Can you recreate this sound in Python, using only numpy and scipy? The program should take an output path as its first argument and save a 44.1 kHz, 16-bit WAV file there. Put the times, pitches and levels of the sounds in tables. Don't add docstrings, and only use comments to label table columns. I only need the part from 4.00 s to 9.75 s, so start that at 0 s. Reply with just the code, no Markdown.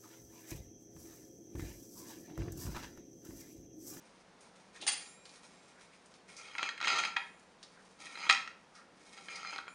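import sys
import numpy as np
from scipy import signal
from scipy.fft import rfft, irfft, next_fast_len
from scipy.io import wavfile
from scipy.ndimage import uniform_filter1d

SR = 44100
rng = np.random.default_rng(int(sys.argv[2]) if len(sys.argv) > 2 else 0)


def master(y):
    cut = np.clip(np.atleast_2d(y).T, -1, 1)
    pcm = np.round(cut * 32767)
    wavfile.write(sys.argv[1], SR, pcm.astype(np.int16))


N = 253479

# frequency in Hz, gain in dB.
RADIATION = [(30, -29.5), (100, -15.5), (240, -2.5)]


def grinding(ring_db=1.5, rasp_db=-3.5, clack_db=-2, damped_share=0.19, gain_db=-3, shift_db=6,
             bump_db=-9, spots=4):
    # start in seconds, end in seconds,
    # relative force at the end in dB, swell up to it in dB (negative sags).
    pushes = [(2.383, 2.577, -53, 2), (2.599, 2.664, -39.5, 7), (2.843, 2.999, -31.5, 5),
              (3.027, 3.077, -39.5, 0), (3.995, 4.181, -54, 4), (4.2, 4.287, -45, -2.5),
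              (5.18, 5.178, -46.5, -1), (5.29, 5.542, -45.5, 4.5)]
    # frequency in Hz, gain in dB.
    rasp_colour = [(59, -71), (100, -29), (273, -18), (635, -10.5), (941, -3), (1040, -10.5), (1340, 6),
                   (1630, -13.5), (2190, 1.5), (3520, -12.5), (5110, -12), (5640, -23), (6340, -13.5),
                   (8690, -37.5), (11000, -52), (14300, -90), (22000, -120)]
    t = np.arange(SR // 3) / SR
    force = np.zeros(N)
    for start, end, db, swell_db in pushes:
        force += undb(db) * gesture(start, end, attack_s=0.016, release_s=0.026, swell_db=swell_db)
    slips = grains(rate=1150, spread_db=3.0)
    bumps = undb(bump_db) * grains(rate=70, spread_db=1.0)
    excitation = (slips + bumps) * force

    shares = np.array([undb(shift_db * walk(rate=40)) for _ in range(spots)])
    shares /= np.linalg.norm(shares, axis=0)
    rasp = undb(rasp_db) * energy_one(colour(signal.unit_impulse(len(t)), rasp_colour))
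    middle = board_at(0)
    out = np.zeros(N)
    for share in shares:
        clack = undb(clack_db) * ring(middle * [1, 1, damped_share], t, scatter_db=7.0)
        body = rasp + clack + undb(ring_db) * ring(middle, t, scatter_db=3.0)
        out += signal.fftconvolve(excitation * share, body)[:N]
    return undb(gain_db) * colour(out, RADIATION)


def knocks():
    # time in seconds, peak of the direct sound in dB, treble slope in dB per octave,
    # place on the board from 0 (middle) to 1 (edge).
    blows = [(2.552, -37, -7, 0.23), (2.582, -33, -0.5, 0.39), (2.593, -36, -3, 0.14),
             (2.629, -27.5, -0.4, 0.28), (2.690, -31.5, 0.5, 0.23), (2.778, -40.5, 1, .2),
             (2.803, -37, -0.5, 0.23), (2.813, -32, 0, 0.27), (2.827, -34, -0.5, 0.24),
             (2.846, -28.5, 2, 0.33), (2.873, -27, 0.5, 0.17), (2.8799, -27, 2, .22), (2.901, -27, 0.5, .1),
             (2.987, -31, 5, .1), (3.037, -28, -0.5, 0.083), (3.051, -29.5, 1.5, .1),
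             (3.164, -30.5, -2, 0.38), (3.1671, -22.5, -3.5, 0.42), (4.068, -45.5, -0.5, .3),
             (4.155, -42, 0, 0.24), (4.174, -43, -4, .3), (4.252, -41, -8, .3), (4.266, -38, -5, .4),
             (4.293, -25.5, 4, .74), (4.2973, -14.5, 2.7, .83), (4.308, -19.5, 1.5, 0.9),
             (4.326, -27, 4.5, 0.76), (4.347, -33, 3, .95), (4.476, -37.5, -0.3, 1),
             (5.176, -50.5, -4.5, 0.35), (5.285, -40.5, -4, 0.17), (5.448, -38.5, -7, 0.41),
             (5.529, -42, -9, .23), (5.561, -37.5, -2.5, 0.56), (5.582, -40.5, 3.5, 1), (5.586, -35, -6, 1),
             (5.67, -51, -9, .3), (5.68, -40, -6, .25)]
    # frequency in Hz, gain in dB.
    snap_colour = [(30, -27), (120, -41.5), (300, -30), (600, -19.5), (1000, -5), (1400, 4.5), (2200, 5.5),
                   (3200, -5.5), (4300, -3), (5700, -26.5), (6800, -17), (7800, -25), (8600, -23),
                   (11000, -64.5)]
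    out = np.zeros(N)
    for s, db, slope_db, place in blows:
        knock = blow(snap_colour, board_at(place), slope_db, ring_db=-1, crack_t60=0.016, chatter_db=5.5)
        add(out, s, knock, db)
    return out


def omelette(patchy_db=3.5, board_db=-3, snap_db=-9, resting_db=-75.5):
    # start in seconds, end in seconds,
    # fizz level in dB before the loss of bass.
    squeezes = [(0.027, 0.193, -68), (0.425, 0.454, -69), (.56, .68, -68), (0.746, 1.108, -59.5),
                (1.255, 1.945, -65.5), (2.04, 2.157, -70), (2.297, 2.568, -62), (3.69, 3.913, -73.5),
                (4.012, 4.302, -58.5), (4.756, 4.788, -64.5), (4.977, 5.112, -64.5), (5.138, 5.592, -60.5)]
    # time in seconds, peak in dB before the loss of bass,
    # centre frequency in Hz, t60 of the noise in seconds.
    smacks = [(.408, -57, 8500, 0.15), (1.2543, -47.5, 3520, 0.062), (1.293, -52, 4140, 0.06),
              (1.358, -54.5, 4800, .05), (2.059, -57.5, 8100, .05), (2.14, -54, 3900, .056),
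              (2.367, -45.5, 6000, 0.31), (3.396, -59.5, 8000, .042), (3.629, -46, 4040, 0.08),
              (4.753, -53.5, 5000, .25), (5.357, -42, 4930, 0.096)]
    # frequency in Hz, gain in dB.
    egg_colour = [(300, 3.5), (1500, 3.5), (3000, -3.5), (4500, 1.5), (6400, 1), (7800, -6), (9000, 0.5),
                  (11000, -16.5)]
    fizz = grains(rate=1800, spread_db=2.5) * undb(patchy_db * walk(rate=40))
    pressure = np.full(N, undb(resting_db))
    for start, end, db in squeezes:
        pressure += undb(db) * gesture(start, end, attack_s=0.023, release_s=0.04)
    out = unit(colour(fizz, egg_colour)) * pressure

    t = np.arange(SR // 5) / SR
    firm = out * pressure / pressure.max()
    out += undb(board_db) * signal.fftconvolve(firm, ring(board_at(0), t, scatter_db=3.0))[:N]
    for s, db, hz, t60 in smacks:
        smack = energy_one(rng.standard_normal(len(t)) * fade(t, t60))
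        smack += undb(snap_db) * signal.unit_impulse(len(t))
        add(out, s, band(colour(smack, egg_colour), hz, skirt_db=-19.5), db)
    return colour(out, RADIATION)


def pickup():
    # time in seconds, peak of the direct sound in dB, treble slope in dB per octave,
    # free ring against the snap in dB.
    clashes = [(.814, -49.5, 0.5, -26), (.824, -50, -17, -19), (.8665, -33, -1.5, -6),
               (.8745, -29.5, 1.5, -4.5), (.878, -30.5, -0.5, 0), (.886, -36, -0.5, -10),
               (.92, -37.5, 0, -4)]
    # frequency in Hz, gain in dB.
    snap_colour = [(88, -51), (150, -26), (292, -18), (449, -24), (770, -5), (1300, -12), (1860, 0.5),
                   (2300, -9), (3300, -2.5), (4990, -2), (5560, -10), (6300, 0), (7680, -9.5), (9030, 0.5),
                   (11000, -29), (14300, -59), (22000, -120)]
    # frequency in Hz, relative level in dB, t60 in seconds.
    fork = [(2066, -8, 0.078), (2700, -8, 0.072), (2810, -3.5, .1), (3290, -5, 0.099), (4480, -6, 0.16),
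            (4790, -4, 0.097), (5179, -5, 0.33), (6200, -9, 0.2), (6380, -4.5, 0.16), (7110, -3, 0.45),
            (9000, -24, 0.23), (9400, -15, 0.071), (9200, 3.5, 0.21)]
    out = np.zeros(N)
    for s, db, slope_db, ring_db in clashes:
        clash = blow(snap_colour, fork, slope_db, ring_db, crack_t60=0.068, chatter_db=11)
        add(out, s, clash, db)
    return out


def wheel(twin_db=-6):
    # frequency in Hz, relative level in dB, t60 in seconds, beat in Hz.
    disc = [(2416, -2, 2, 2.2), (3875, -11, 2.6, 3), (5575, -11, 2.6, 3.4), (6985, -1, 1.05, 4.6),
            (7546, -3, 2.6, 1.9), (9215, 1, 1.1, 3.1), (9766, -3, 1.45, 4.2)]
    # time in seconds, peak in dB, seconds until it is silenced.
    lifts = [(.877, -51.5, 1.5), (3.166, -68.5, .42), (5.681, -64, .3)]
    out = np.zeros(N)
    t = np.arange(2 * SR) / SR
    pairs = []
    for hz, db, t60, beat in disc:
        pairs += [(hz, db, t60), (hz + beat, db + twin_db, t60)]
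    for s, db, length in lifts:
        damping = np.clip((length - t) / .1, 0, 1)
        add(out, s, ring(pairs, t, scatter_db=1) * damping, db)
    return out


def nudges():
    # middle in seconds, peak of the direct sound in dB, half length (to 1/e) in seconds,
    # centre frequency in Hz.
    rubs = [(0.767, -57, 0.017, 1640), (0.826, -45, 0.015, 3520), (0.843, -54, 0.04, 324),
            (1.791, -60.5, 0.038, 1580), (1.939, -61.5, 0.017, 2150), (2.298, -58, .012, 2170),
            (3.784, -59, 0.034, 1470), (4.789, -58, 0.049, 1340)]
    out = np.zeros(N)
    t = np.arange(-SR // 8, SR // 8) / SR
    for s, db, half, hz in rubs:
        rub = band(rng.standard_normal(len(t)), hz, skirt_db=-43.0) * np.exp(-(t / half) ** 2)
        add(out, s + t[0], rub, db)
    return out


def kitchen(x, wet_db, gap_s=0.0023, build_s=0.0027):
    # frequency in Hz, t60 in seconds.
    decay = [(200, 0.56), (1000, 0.41), (3000, 0.38), (9000, 0.34)]
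    t = np.arange(SR * 2 // 3) / SR
    noise = rfft(rng.standard_normal(len(t)))
    hz = np.fft.rfftfreq(len(t), 1 / SR)
    centres, t60s = np.transpose(decay)
    tail = np.zeros(len(t))
    for weights, t60 in zip(np.eye(len(t60s)), t60s):
        tail += irfft(noise * np.interp(hz, centres, weights), len(t)) * fade(t, t60)
    tail = energy_one(tail * np.clip((t - gap_s) / build_s, 0, 1))
    return x + undb(wet_db) * signal.fftconvolve(x, tail)[:N]


def air(air_db=-63, drone_hz=183, drone_width_hz=22, drone_db=-73):
    # frequency in Hz, gain in dB.
    air_colour = [(15, -57), (25, -11), (128, -10.5), (187, -0.5), (336, -3.5), (518, 0), (603, -3.5),
                  (979, -3.5), (1260, -7.5), (1510, -8), (3080, -14.5), (6280, -19.5), (7900, -26),
                  (8970, -24), (11000, -36), (14300, -66), (22000, -120)]
    resonance = signal.iirpeak(drone_hz, drone_hz / drone_width_hz, fs=SR)
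    drone = signal.lfilter(*resonance, rng.standard_normal(N))
    hiss = colour(rng.standard_normal(N), air_colour)
    return unit(hiss) * undb(air_db) + unit(drone) * undb(drone_db)


def blow(spectrum, modes, slope_db, ring_db, crack_t60, chatter_db, clack_db=0.0, damped_share=0.3):
    t = np.arange(SR // 3) / SR
    contact = undb(chatter_db) * energy_one(rng.standard_normal(len(t)) * fade(t, crack_t60))
    contact[0] += 1
    damped = ring(np.array(modes) * [1, 1, damped_share], t, scatter_db=1.5)
    clack = signal.fftconvolve(contact, damped)[:len(t)]
    sound = energy_one(colour(contact, spectrum)) + undb(clack_db) * energy_one(clack)
    sound += undb(ring_db) * ring(modes, t, scatter_db=2)
    return colour(sound, RADIATION, slope_db)


def board_at(place):
    # frequency in Hz, relative level in dB touched in the middle,
    # relative level in dB touched at the edge, t60 in seconds.
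    board_modes = [(791, -15.5, -6, 0.11), (948, -13, -5.5, 0.15), (1299, -9.5, 6, 0.097),
                   (1363, -3.5, -1.5, 0.2), (1407, -14, 2.5, 0.099), (1858, 2, -23, 0.11),
                   (1925, -9, 0.5, 0.07), (2168, 4, -8.5, 0.07), (2193, -2.5, -8, 0.068),
                   (2385, -1.5, -5, 0.05), (2514, -0.5, 3, 0.069), (2622, -3, -17, 0.14),
                   (2977, -8.5, -15, 0.069), (3184, -1, -11, 0.028), (3248, -2, -5, 0.062),
                   (3873, -6, -9, 0.055), (4110, -17, -4, 0.026), (4120, -5, -6.5, 0.067),
                   (4776, -14.5, -5, 0.044), (4987, -8.5, -25, 0.11), (5444, -32, -7.5, .06),
                   (5450, -21, -4.5, 0.039), (6130, -18, -17, 0.06), (6460, -19.5, -10, 0.05),
                   (6690, -22.5, -17, 0.03), (7700, -31, -33, 0.061), (8350, -28, -25, 0.095),
                   (8450, -26.5, -21, 0.11), (8940, -27, -36, 0.11), (10000, -40, -35, .08)]
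    hz, middle_db, edge_db, t60 = np.transpose(board_modes)
    db = middle_db + np.clip(place, 0, 1) * (edge_db - middle_db)
    return np.transpose([hz, db, t60])


def ring(modes, t, scatter_db):
    hz, db, t60 = np.transpose(modes)[:, :, None]
    share = undb(db + scatter_db * rng.standard_normal(hz.shape)) * rng.choice([-1, 1], hz.shape)
    share = share / np.sqrt(t60)
    return energy_one(np.sum(share * fade(t, t60) * np.sin(2 * np.pi * hz * t), axis=0))


def grains(rate, spread_db):
    chance, sign = rng.random(N), rng.choice([-1, 1], N)
    sizes = undb(spread_db * np.minimum(rng.standard_exponential(N), 4))
    return unit((chance < rate / SR) * sign * sizes)


def walk(rate):
    hold = int(SR / rate)
    steps = np.repeat(rng.uniform(-2.04, 2.75, N // hold + 1), hold)[:N]
    return uniform_filter1d(steps, hold)


def gesture(start, end, attack_s, release_s, swell_db=0):
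    t = np.arange(N) / SR
    gate = np.interp(t, [start - attack_s, start, end, end + release_s], [0, 1, 1, 0])
    return gate * undb(np.interp(t, [start, end], [-swell_db, 0]))


def colour(x, points, slope_db=0):
    size = 2 * next_fast_len(len(x))
    octave = np.log2(np.fft.rfftfreq(size, 1 / SR) + 1)
    hz, db = np.transpose(points)
    tilt = slope_db * np.clip(octave - np.log2(2000), -1, 2.5)
    db = np.interp(octave, np.log2(hz), db) + tilt
    cepstrum = irfft(np.log(undb(db)))
    cepstrum[1:size // 2] *= 2
    cepstrum[size // 2 + 1:] = 0
    return irfft(rfft(x, size) * np.exp(rfft(cepstrum)))[:len(x)]


def band(x, hz, skirt_db):
    return colour(x, [(hz / 16, 2 * skirt_db), (hz / 4, skirt_db), (hz, 0), (hz * 4, skirt_db)])


def add(out, s, sound, db):
    start = int(s * SR)
    peak = np.sqrt(uniform_filter1d(sound ** 2, size=176).max())
    out[start:start + len(sound)] += (sound * undb(db) / peak)[:N - start]


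def fade(t, t60):
    return np.exp(-np.log(1000) * t / t60)


def undb(db):
    return 10 ** (np.asarray(db) / 20)


def unit(x):
    return x / np.sqrt(np.mean(x ** 2))


def energy_one(x):
    return x / np.linalg.norm(x)


def scene():
    near = kitchen(grinding() + knocks() + omelette() + nudges(), wet_db=-5)
    far = kitchen(pickup(), wet_db=-1.5)
    return (near + far + wheel() + air())[None]


def record(dry):
    top_cut = signal.ellip(8, .2, 70, 11000, fs=SR, output="sos")
    return signal.sosfilt(top_cut, dry)


dry = scene()
out = record(dry)
master(out)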